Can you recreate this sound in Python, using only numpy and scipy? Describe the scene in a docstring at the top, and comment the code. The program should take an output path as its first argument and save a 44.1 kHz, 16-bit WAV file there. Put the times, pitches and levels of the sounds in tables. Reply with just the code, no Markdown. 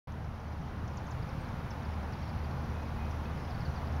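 """Chimney swifts chip overhead: each note is a quick downward sweep of a nearly pure tone.
Farther birds add thin whistles, and there is one faint tick; trees and roofs scatter these sounds.
Under them lie the rumble and tyre wash of distant traffic, a hiss, an engine's drone and machine hums.
The sound cuts in after a moment, and the recorder fades up over the first second and a half,
which is heard on the background and the far chips. The microphone has a deep notch in the treble."""
import sys
import numpy as np
from scipy import signal
from scipy.fft import rfft, irfft
from scipy.io import wavfile
from scipy.ndimage import uniform_filter1d

SR = 44100
rng = np.random.default_rng(int(sys.argv[2]) if len(sys.argv) > 2 else 0)


def bounce(signal):
    """Save signal as a 16-bit WAV file at the path given by the first command-line argument."""
    frames = np.transpose(np.atleast_2d(signal))
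    limited = np.clip(frames, -1, 1)
    pcm = np.round(limited * 32767).astype(np.int16)
    wavfile.write(sys.argv[1], SR, pcm)


N = 176400
T = np.arange(N) / SR
# The recorder fading up, heard on the background and the far chips (time [s], gain [dB])
RECORDER_FADE_UP = [(0, -4.5), (.3, -4.5), (.75, -3), (1.25, -0.95), (1.7, -1), (2.5, 0), (3.2, 0),
                    (4, 0.66)]


def amp(db):
    """Turns decibels into a number to multiply by."""
    return 10 ** (np.asarray(db) / 20)


def unit(x):
    """Scales a signal to an average strength (rms) of 1."""
    return x / np.sqrt(np.mean(abs(x) ** 2) + 1e-20)


def level(points):
    """The gain at every sample, joining points of (time [s], gain [dB])."""
    return amp(np.interp(T, *np.transpose(points)))


def add(mix, start_s, sound):
    """Mixes a sound in at the given time."""
    part = mix[max(round(start_s * SR), 0):][:len(sound)]
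    part += sound[:len(part)]


def drift(rate_hz):
    """A smooth random wobble of strength 1, moving up to about the given rate."""
    hz = np.fft.rfftfreq(N, 1 / SR)
    slow_only = np.exp(-(hz / rate_hz) ** 2) * (hz > 0)
    return unit(irfft(rfft(rng.standard_normal(N)) * slow_only, N))


def shaped_noise(spectrum, patchy_db, swell_db):
    """Noise with the given balance of low and high, and drifting louder and softer patches."""
    grid = signal.stft(rng.standard_normal(N), nperseg=1024, noverlap=768)[2]  # frequency by time
    patches = uniform_filter1d(rng.standard_normal(grid.shape), size=12, axis=0)
    patches = unit(uniform_filter1d(patches, size=14, axis=1))
    noise = signal.istft(grid * amp(patchy_db * patches), nperseg=1024, noverlap=768)[1][:N]
    hz, db = np.transpose(spectrum)
    colour = amp(np.interp(np.log(np.fft.rfftfreq(N, 1 / SR) + 1), np.log(hz), db))
    return unit(irfft(rfft(noise) * colour, N)) * amp(swell_db * drift(2.9))


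def traffic():
    """Distant traffic blurs into a low rumble and a wash of tyre noise, with an even hiss on top."""
    # How deep or bright each noise is (frequency [Hz], relative level [dB])
    rumble_tone = [(5, -29), (18, -7.5), (36, -7.5), (48, -2), (65, 0), (110, 2), (145, -2.5), (170, -3),
                   (225, -7), (260, -12.5), (330, -21.5), (600, -27.5), (2000, -80)]
    wash_tone = [(100, 2), (300, -2), (420, -3), (620, -2), (830, 0.5), (1050, -2.5), (1400, -6),
                 (1900, -11.5), (2500, -16), (3300, -22.5), (4500, -30.5), (8000, -65.5)]
    hiss_tone = [(1000, -4.5), (3300, 0.5), (4400, 0), (5400, -2), (5850, -0.5), (6300, -5), (7200, -5.5),
                 (9000, -10.5), (11000, -10.5), (13500, -14.5), (15800, -14.5)]
    # How each noise rises and falls (time [s], gain [dB])
    rumble_gain = [(0, -1), (.6, 0), (1.2, 0.42), (1.8, -0.9), (2.3, -0.68), (2.8, -1), (3.4, 0.8),
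                   (4, -3.5)]
    wash_gain = [(0, 0.3), (.7, 0.6), (1.4, 0.8), (2, 0.75), (2.7, 0), (3.3, 0.36), (4, 0.5)]
    hiss_gain = [(0, 0), (.8, -0.3), (1.5, 0.7), (2.3, -.4), (3.2, 0.5), (4, 0)]
    rumble = amp(-39.5) * level(rumble_gain) * shaped_noise(rumble_tone, patchy_db=-1.1, swell_db=-0.04)
    wash = amp(-44.5) * level(wash_gain) * shaped_noise(wash_tone, patchy_db=0.62, swell_db=-0.02)
    hiss = amp(-61) * level(hiss_gain) * shaped_noise(hiss_tone, patchy_db=0.76, swell_db=0)
    return rumble + wash + hiss


def hum(hz, unsteady=0.55):
    """A far tone whose strength and timing (phase) wander on the way to the listener."""
    wander = 1 + unsteady * (drift(3.9) + 1j * drift(4.2))
    tone = np.exp(2j * np.pi * (hz * T + rng.random()))
    return unit((wander * tone).real)


def engine(firing_hz=75.96):
    """An engine drones at the rate it fires, with weaker tones at half, twice and three times that."""
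    # How the main tone rises and falls (time [s], relative level [dB])
    main_level = [(0, -34), (.5, -41), (1, -43), (1.6, -45.5), (1.9, -38.5), (2.35, -41), (3.1, -38),
                  (3.55, -43.5), (3.9, -35.5)]
    # The weaker tones (multiple of the firing rate, relative level [dB])
    weak_tones = [(.5, -54), (2, -52), (3, -54)]
    drone = level(main_level) * hum(firing_hz, unsteady=0.17)
    return drone + sum(amp(db) * hum(multiple * firing_hz) for multiple, db in weak_tones)


def machines():
    """Other machines hum far off, each hum a single wavering tone."""
    # The hums (pitch [Hz], relative level [dB])
    tones = [(130, -48), (291, -62.5), (514, -64.5), (1430, -68.5), (2745, -90)]
    return sum(amp(db) * hum(hz) for hz, db in tones)


def bird_notes(rows, waver, flutter, fade_db=-6):
    """Gliding tones that start firmly and fade; waver shakes their pitch, flutter their loudness."""
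    out, bend, shake = np.zeros(N), drift(420), drift(200)
    for start, length, first_hz, last_hz, db in rows:
        n = max(int(length * SR), 8)
        progress = np.arange(n) / n
        samples = (int(start * SR) + np.arange(n)) % N
        hz = first_hz * (last_hz / first_hz) ** progress * (1 + waver * bend[samples])
        arch = np.sin(np.pi * progress) ** 0.36  # a low power makes both ends steep
        loudness = arch * amp(db + fade_db * (progress - .5)) * (1 + flutter * shake[samples])
        add(out, start, loudness * np.sin(2 * np.pi * np.cumsum(hz) / SR))
    return out


def swifts(flock_per_s=16, flock_hz=5640, flock_db=-65, waver=0.022, flutter=.18):
    """Near swifts chip in quick downward sweeps; the rest of the flock adds faint chips at random."""
    # Near chips (start [s], length [s], first pitch [Hz], last pitch [Hz], relative level [dB])
    near_chips = [(0.1202, 0.0068, 6900.0, 5600.0, -58.5), (0.242, 0.0102, 6500.0, 4600.0, -62.5),
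                  (0.3425, 0.0092, 5600.0, 4800.0, -65.1), (0.3975, 0.016, 6350, 4500.0, -64),
                  (0.4805, 0.01, 6150, 5600, -60.5), (0.5229, 0.014, 6100.0, 4500.0, -64),
                  (0.5758, 0.01, 5600.0, 4700.0, -67), (0.7942, 0.008, 5000.0, 4000.0, -63),
                  (0.8771, 0.01, 6940, 4880, -55.5), (0.9689, 0.018, 7600.0, 3900.0, -52.5),
                  (1.0665, 0.008, 6600, 6150, -56.5), (1.1059, 0.0207, 7760, 4200.0, -54.5),
                  (1.2244, 0.011, 5150, 4550, -57.5), (1.2902, 0.016, 6000.0, 3940, -58),
                  (1.4463, 0.017, 4700.0, 3680, -61.4), (1.4874, 0.008, 6200.0, 4400.0, -61),
                  (1.7034, 0.017, 6340, 4400.0, -52), (1.8263, 0.0161, 5900.0, 5200.0, -66),
                  (1.8484, 0.0149, 5270, 4200.0, -60), (1.917, 0.009, 5500, 5150, -63),
                  (1.9358, 0.008, 5300.0, 4400.0, -58.5), (2.0293, 0.0102, 6200.0, 4200.0, -59.5),
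                  (2.1227, 0.011, 6200.0, 4200.0, -59), (2.1311, 0.015, 6130, 3900.0, -57.2),
                  (2.2271, 0.0092, 4900.0, 4400.0, -56), (2.2867, 0.022, 5550, 3860, -57),
                  (2.3877, 0.0103, 4800.0, 4200.0, -63), (2.4401, 0.02, 5100.0, 3800.0, -59.9),
                  (2.511, 0.0069, 4800.0, 4100.0, -57.9), (2.6991, 0.0094, 6200.0, 5400.0, -60),
                  (2.797, 0.008, 5000, 4700, -61), (2.8604, 0.0127, 5400.0, 4300.0, -63),
                  (3.0521, 0.0061, 6100.0, 4800.0, -57.5), (3.1086, 0.017, 6150, 4300.0, -58),
                  (3.372, 0.0184, 5400.0, 4100.0, -60), (3.4472, 0.0098, 5400.0, 4600.0, -59),
                  (3.5004, 0.025, 5400.0, 3940, -55), (3.546, 0.008, 4700, 4400, -56),
                  (3.6038, 0.022, 5430, 4040, -55), (3.604, 0.014, 4600, 4300, -60),
                  (3.6482, 0.027, 4970, 3850, -55), (3.7123, 0.01, 4600.0, 4220, -58.2),
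                  (3.758, 0.023, 4820, 4420, -56), (3.781, 0.011, 4460, 3870, -59),
                  (3.8712, 0.0063, 5100.0, 4500.0, -57), (3.9226, 0.011, 6700.0, 4100.0, -58),
                  (3.9622, 0.013, 6500.0, 4500.0, -59)]
    far_chips = []
    for when, length, pitch, loudness in rng.random((round(flock_per_s * N / SR), 4)):
        hz = flock_hz * 2 ** ((pitch - .5) / 2)  # up to a quarter of an octave either way
        db = flock_db + 3 * (2 * loudness - 1)
        far_chips.append((when * N / SR, .014 * (.5 + length), hz, .75 * hz, db))
    near = amp(0.5) * bird_notes(near_chips, waver, flutter)
    return near + level(RECORDER_FADE_UP) * bird_notes(far_chips, waver, flutter)


def echoes(sound, gain_db=-9, delay_s=.003, die_away_s=0.2):
    """Trees and roofs scatter a sound into a short, thin tail of reflections."""
    t = T[:SR // 2]
    bounces = rng.standard_normal(len(t)) * (rng.random(len(t)) < 1 / 20)  # about one sample in 20
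    bounces *= (t > delay_s) * amp(-60 * t / die_away_s)
    return amp(gain_db) * signal.fftconvolve(sound, bounces / np.linalg.norm(bounces))[:N]


def whistles():
    """Farther birds whistle thin, longer notes that barely change pitch."""
    # Whistles (start [s], length [s], first pitch [Hz], last pitch [Hz], relative level [dB])
    calls = [(1.406, 0.029, 8550, 8030, -65), (2.18, .15, 5620, 5350, -66), (2.72, 0.166, 2520, 2490, -60),
             (2.96, .15, 2490, 2520, -59), (3.39, .1, 5350, 5160, -67)]
    return bird_notes(calls, waver=.018, flutter=0.27)


def tick(start_s=3.256, gain_db=-47, die_away_s=.028):
    """One small dry tick: three tones start together and die away at once."""
    # The ringing tones (pitch [Hz], relative level [dB])
    tones = [(2550, 2), (3500, -6), (4300, -8)]
    out, t = np.zeros(N), T[:SR // 10]
    ring = sum(amp(db) * np.sin(2 * np.pi * hz * t) for hz, db in tones)
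    add(out, start_s, amp(gain_db - 60 * t / die_away_s) * ring)
    return out


def scene():
    """The birds, the tick and their echoes over the background, which the recorder fades up."""
    background = level(RECORDER_FADE_UP) * (traffic() + engine() + machines())
    foreground = whistles() + swifts() + tick()
    return (background + foreground + echoes(foreground))[None]


def record(dry):
    """The microphone has a notch in the treble; the sound starts abruptly and loses its very top."""
    notch_hz, notch_width_hz, top_hz = 7850, 2460, 15800
    start_s, fade_s = .072, .002
    notched = signal.lfilter(*signal.iirnotch(notch_hz, notch_hz / notch_width_hz, SR), dry)
    on_off = np.clip(np.minimum(T - start_s, T[-1] - T) / fade_s, 0, 1)
    treble_cut = signal.firwin(1023, top_hz, window=("kaiser", 9), fs=SR)
    return signal.oaconvolve(notched * on_off, treble_cut[None], "same")


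dry = scene()
out = record(dry)
bounce(out)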